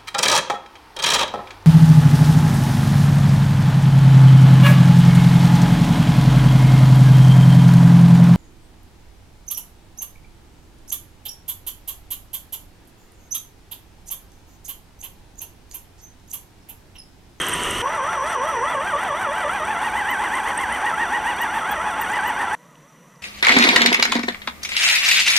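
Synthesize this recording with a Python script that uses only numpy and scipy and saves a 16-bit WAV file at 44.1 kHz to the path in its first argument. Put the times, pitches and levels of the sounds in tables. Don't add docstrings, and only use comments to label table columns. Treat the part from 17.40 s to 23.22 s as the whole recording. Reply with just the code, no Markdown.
import sys
import numpy as np
from scipy import signal
from scipy.fft import rfft, irfft, next_fast_len
from scipy.io import wavfile
from scipy.ndimage import uniform_filter1d, minimum_filter1d, map_coordinates

SR = 44100
rng = np.random.default_rng(int(sys.argv[2]) if len(sys.argv) > 2 else 0)


def put_to_file(sound):
    columns = np.atleast_2d(sound).T
    safe = np.clip(columns, -1, 1)
    whole_steps = np.round(safe * 32767)
    wavfile.write(sys.argv[1], SR, whole_steps.astype(np.int16))


def amplitude_ratio(level_db):
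    exponent = np.asarray(level_db, float) / 20
    return 10 ** exponent


N = 256657
T = np.arange(N) / SR

# start in seconds, end in seconds.
SHOTS = [
    (0, .419),
    (.419, 5.151),
    (5.151, 5.83),
]
# time in seconds, mean tooth rate in Hz, swing within a shaft turn (0-1).
CLIMB = [(0.419, 556.8, .145), (0.701, 625.7, .136), (1.037, 588.2, .186), (1.145, 528.6, .167),
         (1.488, 680.7, .164), (1.903, 658.7, .163), (2.214, 719.8, .157), (2.6, 882.6, .146),
         (3.244, 915.0, .176), (3.526, 796.6, .169), (3.975, 852.0, .153), (4.38, 709.7, .138),
         (4.544, 787.5, .144), (4.806, 886.8, .152), (5.016, 796.0, .16), (5.15, 818.0, .15),
         (5.151, 553, .145)]
# time in seconds, tooth load in dB, winding song in dB.
EFFORT = [(0.0, -2, -65), (0.41, -3.5, -50), (0.425, -1, -46), (1.18, -0.2, -44), (1.3, 1, -50.5),
          (2.45, 1, -51.5), (3.1, -2, -51.5), (3.8, 0.4, -50.5), (5.14, -1.1, -51.5), (5.16, -4, -71),
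          (5.8, -4.5, -67)]


def along(points, hz):
    f, v = np.transpose(points)
    return np.interp(np.log(hz + 1), np.log(f + 1), v)


def unit(x):
    return x / np.sqrt(np.mean(x ** 2) + 1e-20)


def wobble(rate):
    coarse = T[::16]
    knots = rng.standard_normal(int(N * rate / SR) + 4)
    return np.interp(T, coarse, map_coordinates(knots, [coarse * rate]))


def filtered(x, response):
    m = next_fast_len(N + 8192)
    return irfft(rfft(x, m) * response(np.fft.rfftfreq(m, 1 / SR)), m)[..., :N]


def by_shot(values):
    return sum(((T >= a) & (T < b)) * v for (a, b), v in zip(SHOTS, values))


def column(rows, index):
    return np.interp(T, *np.transpose(rows)[[0, index]])


def tone(hz, db):
    return np.sqrt(2) * amplitude_ratio(db) * np.sin(2 * np.pi * (np.cumsum(hz * np.ones(N)) / SR + rng.random()))


def worn(line_hz, db, wear, rate):
    turn = 2 * np.pi * (np.cumsum(line_hz * np.ones(N)) / SR + rng.random())
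    in_phase = (1 + wear * wobble(rate)) * np.sin(turn)
    quadrature = wear * wobble(rate) * np.cos(turn)
    return amplitude_ratio(db) * (in_phase + quadrature) / np.sqrt(.5 + wear ** 2)


def coloured(drive, spectra, lo_hz, hi_hz):
    bins_hz = np.fft.rfftfreq(4096, 1 / SR)
    inside = (bins_hz > lo_hz) & (bins_hz < hi_hz)
    layers = []
    for spectrum in spectra:
        power = np.sum(amplitude_ratio(along(spectrum, bins_hz)[inside]) ** 2) / len(bins_hz)
        layers.append(filtered(drive, lambda hz: amplitude_ratio(along(spectrum, hz))) / np.sqrt(power))
    return by_shot(layers)


def pace():
    # time in seconds, twice the tooth rate in Hz.
    sprint = [
        (0.0, 3200),
        (0.12, 3100),
        (0.175, 2920),
        (0.21, 3150),
        (0.255, 3320),
        (0.28, 3050),
        (0.335, 2880),
        (0.4, 3020),
        (0.419, 3080),
    ]
    return np.where(T < SHOTS[1][0], column(sprint, index=1) / 2, column(CLIMB, index=1))


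def tooth_rate():
    start_turns = (0, -.063, -.19)
    flutter = (.025, .006, .003)
    teeth_per_turn, lopsided, lopsided_rad = 113.393, .0185, -1.34
    mean = pace()
    turns = np.cumsum(mean) / SR / teeth_per_turn
    since_cut = [turns - turns[round(a * SR)] + at for (a, b), at in zip(SHOTS, start_turns)]
    angle = 2 * np.pi * by_shot(since_cut)
    swing = lopsided * np.cos(2 * angle + lopsided_rad) - column(CLIMB, index=2) * np.cos(angle)
    on_rock = T >= SHOTS[1][0]
    return mean * (1 + on_rock * swing + by_shot(flutter) * wobble(45))


def frame_db(hz):
    # centre in Hz, width in Hz, gain in dB.
    chassis = [(500, 120, -0.5), (590.5, 33, 0), (871, 72, 4.5), (1098, 101, 4), (1319.5, 78, 0),
               (1598, 114, -2), (1922, 208, 2), (2400, 108, -3.5), (2864, 150, -1), (3326, 357, 2.5),
               (4540, 160, 4)]
    modes = sum(amplitude_ratio(db) ** 2 / (1 + (2 * (hz - c) / w) ** 2) ** 1.213 for c, w, db in chassis)
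    return 10 * np.log10(modes / (1 + (hz / 3600) ** 12))


def gears(rate, distance_db):
    # multiple of the tooth rate, level in dB, wear as sideband depth.
    orders = [(.25, -33, .6), (1, -28.5, .4), (2, -26, .4), (3, -35.5, .5), (4, -42, .6), (5, -44, .8),
              (6, -46, 1.0)]
    load_db = column(EFFORT, index=1) + distance_db
    shake = by_shot([5, 1.01, .4])
    whine = 0
    for k, db, wear in orders:
        level_db = db + load_db + frame_db(k * rate) + 2 * wobble(20)
        whine = whine + worn(k * rate, level_db, wear * shake, 200)
    return whine


def windings(rate, distance_db):
    # multiple of the switching rate, level in dB.
    overtones = [(1, -37.5), (2, -44), (5, -83), (8, -62.5)]
    switch_hz = 979.3
    slot_hz = .152 * rate
    lines = sum(tone(k * switch_hz, db + distance_db + 3.0 * wobble(5.44)) for k, db in overtones)
    sixth = tone(6 * switch_hz, column(EFFORT, index=2) + 1.42 + 1.0 * wobble(24.6))
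    below = worn(switch_hz - slot_hz, by_shot([-55, -33, -70]), 0.14, 70)
    above = worn(switch_hz + slot_hz, by_shot([-55, -42, -74]), 0.07, 70)
    far_song = tone(5911 + 12 * wobble(9), by_shot([-99, -99, -72]) + 3 * wobble(12))
    return lines + sixth + below + above + far_song


def noise_db(index):
    # rumble in dB, shell in dB, rattle in dB.
    levels = [
        (-34.5, -28.5, -37.5),
        (-42.5, -37.5, -47),
        (-54, -62.5, -68),
    ]
    grows_db = (4, 3, 5)
    cruise_hz = (1550, 700, 553)
    return by_shot(np.transpose(levels)[index]) + grows_db[index] * np.log2(pace() / by_shot(cruise_hz))


def body(rate):
    # frequency in Hz, density in dB per Hz.
    rumble_colour = [
        [(13, -33), (22, 6), (69, 3.5), (139, 3.5), (188, 3), (411, 4.5), (500, 0), (650, -33), (1100, -120)],
        [(13, -44), (22, -41), (54, -1.5), (146, -15), (228, -7), (375, -5), (500, -12), (650, -26),
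         (1100, -120)],
        [(13, -51), (22, -17), (98, -33), (134, -7), (150, 1), (167, -4), (300, -13), (500, -30), (650, -48),
         (1100, -120)],
    ]
    shell_colour = [
        [(210, -38), (350, -1), (410, -5), (754, -5.5), (873, -6.5), (1000, 0), (1440, 0), (1540, -13),
         (1860, 2.5), (2390, -10.5), (2990, 0.5), (4100, -20.5), (5200, -33.5), (6760, -54), (11400, -120)],
        [(210, -24), (350, -15.5), (538, -12.5), (754, -8), (883, -2), (1120, -3.5), (1200, -6), (1970, -7.5),
         (2160, -13.5), (3310, -19), (4100, -36), (4490, -30.5), (5200, -38), (6760, -66), (11400, -120)],
        [(210, -42), (350, -3), (569, 2), (826, -5), (967, 1.5), (1660, -6.5), (1950, 0), (2280, -10.5),
         (3020, -10.5), (5200, -22), (6760, -58), (11400, -120)],
    ]
    rattle_colour = [
        [(2650, -52), (4500, -24), (5050, -15), (5990, -0.5), (6870, -11), (8820, -0.5), (10400, -12),
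         (12300, -13.5), (13600, -20), (14900, -23), (15600, -39)],
        [(3500, -44), (4800, -22), (5900, -8.5), (6870, -13.5), (7900, -6.5), (9080, -1), (10400, -16.5),
         (11300, -13.5), (13000, -17.5), (14500, -21), (15600, -60)],
        [(3500, -28), (5000, -9), (6200, 4), (12500, -3.5), (14000, -7), (15300, -8), (15700, -30)],
    ]
    lead_s = 0.0034
    near = by_shot([.3, 1.01, .1])
    octaves = np.roll(np.log2(rate / pace()), -round(lead_s * SR))
    surge = near * np.clip(octaves, -.35, .35)

    rumble_db = noise_db(index=0) + 0.92 * surge + 0.74 * wobble(14)
    rumble = coloured(rng.standard_normal(N), rumble_colour, 40, 700) * amplitude_ratio(rumble_db)

    buzz = unit(rng.standard_normal(N) * amplitude_ratio(1.3 * near * wobble(120)))
    shell_db = noise_db(index=1) - 2.5 + 8.8 * surge + 0.65 * wobble(25.3)
    shell = coloured(buzz, shell_colour, 2050, 3260) * amplitude_ratio(shell_db)

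    ticks = (rng.random(N) < .008) * rng.standard_normal(N) * amplitude_ratio(1.3 * rng.exponential(size=N))
    hiss = rng.standard_normal(N) * amplitude_ratio(2.04 * near * wobble(150))
    grit = unit(hiss + 0.51 * near * unit(ticks))
    rattle_db = noise_db(index=2) + 8.6 * surge + 0.22 * near * wobble(30)
    rattle = coloured(grit, rattle_colour, 7670, 10700) * amplitude_ratio(rattle_db)
    return rumble + shell + rattle


def squeaks():
    # time in seconds, peak level in dB, length in ms, pitch in Hz.
    chirps = [(0.017, -18, 1.5, 8900), (0.068, -24, 1.5, 8300), (0.086, -22, 1.9, 11760),
              (0.095, -21, 2, 8900), (0.138, -19, 7.1, 8650), (0.159, -33, 2, 11300),
              (0.236, -14, 0.76, 8570), (0.259, -35, 1.8, 8760), (0.308, -24, 1.6, 10900),
              (0.312, -25, 2.2, 8200), (0.384, -22, 0.74, 8500), (1.09, -37, 1.9, 10700),
              (2.135, -32, 3, 8900), (2.253, -33, 1.7, 7940), (2.438, -37, 3.4, 10100),
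              (2.57, -40, 2.1, 13850), (2.71, -30, 7.2, 14200), (2.954, -30, 4.5, 8470),
              (3.178, -23.5, 6.5, 8500), (3.203, -59, 2.3, 9270), (3.327, -29.5, 4.9, 9200),
              (4.018, -23, 2.2, 14200), (4.317, -27, 8.5, 14400), (4.617, -26, 8.5, 14200),
              (4.719, -37.5, 6.0, 7210), (4.735, -35, 2.1, 14420), (4.759, -38, 1.2, 4870),
              (4.879, -33, 9, 13700), (5.356, -48, 2.3, 2900), (5.76, -55, 1.5, 5000)]
    rise_hz, droop_hz = 222, -70
    snap_level = 2.4
    out, t = np.zeros(N + 4096), np.arange(-2048, 2048) / SR
    for s, db, ms, hz in chirps:
        life, sags = ms / 1000, hz > 13000
        glide = (droop_hz if sags else rise_hz) * t * t / life
        sag = sags * 600 * t ** 3 / (3 * life ** 2)
        phase = 2 * np.pi * (hz * t + glide + sag)
        chirp = np.exp(-np.where(sags, 2.2, 2.8) * (t / life) ** 2) * np.sin(phase)
        snaps = ms < 2.6 and not sags
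        noise = uniform_filter1d(rng.standard_normal(4096), size=12)
        snap = snaps * snap_level * np.exp(-5 * (t / life) ** 2) * noise * np.cos(phase)
        out[round(s * SR):][:4096] += amplitude_ratio(db + 3.0) * (chirp + snap)
    return filtered(out[2048:][:N], lambda hz: 1 / np.sqrt(1 + (hz / 13500) ** 8 + (2600 / (hz + 1)) ** 8))


def servo():
    # time fastest in seconds, half length in seconds, top pitch in Hz, fall in Hz.
    s, half, top_hz, fall_hz = (.903, .05, 2150, 1050)
    u = np.clip((T - s) / half, -1, 1)
    pitch = top_hz - fall_hz * np.sin(np.pi * u / 2) ** 2
    # frequency in Hz, level in dB.
    bright = [(2000, -56), (4300, -52), (6000, -54), (8500, -44), (10500, -51), (13000, -64), (16000, -90)]
    stack = sum(worn(k * pitch, along(bright, k * pitch) + 4 * wobble(89.3), 0.46, 600) for k in range(2, 8))
    return stack * np.sqrt(1 - u ** 6)


def scene():
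    # frequency in Hz, side under mid in dB.
    side_db = [(40, -21), (125, -24), (400, -28), (700, -32), (1290, -24), (2380, -22), (4400, -15),
               (8000, -18), (15000, -12)]
    rate = tooth_rate()
    distance_db = by_shot([-2.5, 0, -29.5])
    mid = gears(rate, distance_db) + windings(rate, distance_db) + body(rate) + squeaks() + servo()
    late = np.roll(mid, 300) * np.sign(wobble(46))
    side = filtered(.7 * late - .45 * mid, lambda hz: amplitude_ratio(along(side_db, hz)))
    return np.array([mid + side, mid - side])


def thinned(x):
    thin_hz, thin_db, scatter_db = 10200, -52.5, 4.5
    hz, _, z = signal.stft(x, SR, nperseg=512)

    def smear(grid):
        return uniform_filter1d(uniform_filter1d(grid, size=3, axis=0), size=9, axis=1)

    power = smear(np.abs(z).mean(axis=0) ** 2)
    scatter = unit(smear(rng.standard_normal(power.shape)))
    bar = power.sum(axis=0) * amplitude_ratio(thin_db + scatter_db * scatter) ** 2
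    kept = (power > bar) | (hz[:, None] < thin_hz)
    return signal.istft(z * kept, SR, nperseg=512)[1][:, :N]


def band_limit(x):
    return signal.sosfilt(signal.butter(12, 15800, fs=SR, output="sos"), x)


def record(dry):
    need = np.minimum(1, 0.27 / (np.abs(dry).max(axis=0) + 1e-9))
    gain = uniform_filter1d(minimum_filter1d(need, size=200), size=100)
    limited = filtered(dry * gain, lambda hz: np.clip((15800 - hz) / 250, 0, 1))
    return band_limit(thinned(limited))


dry = scene()
out = record(dry)
put_to_file(out)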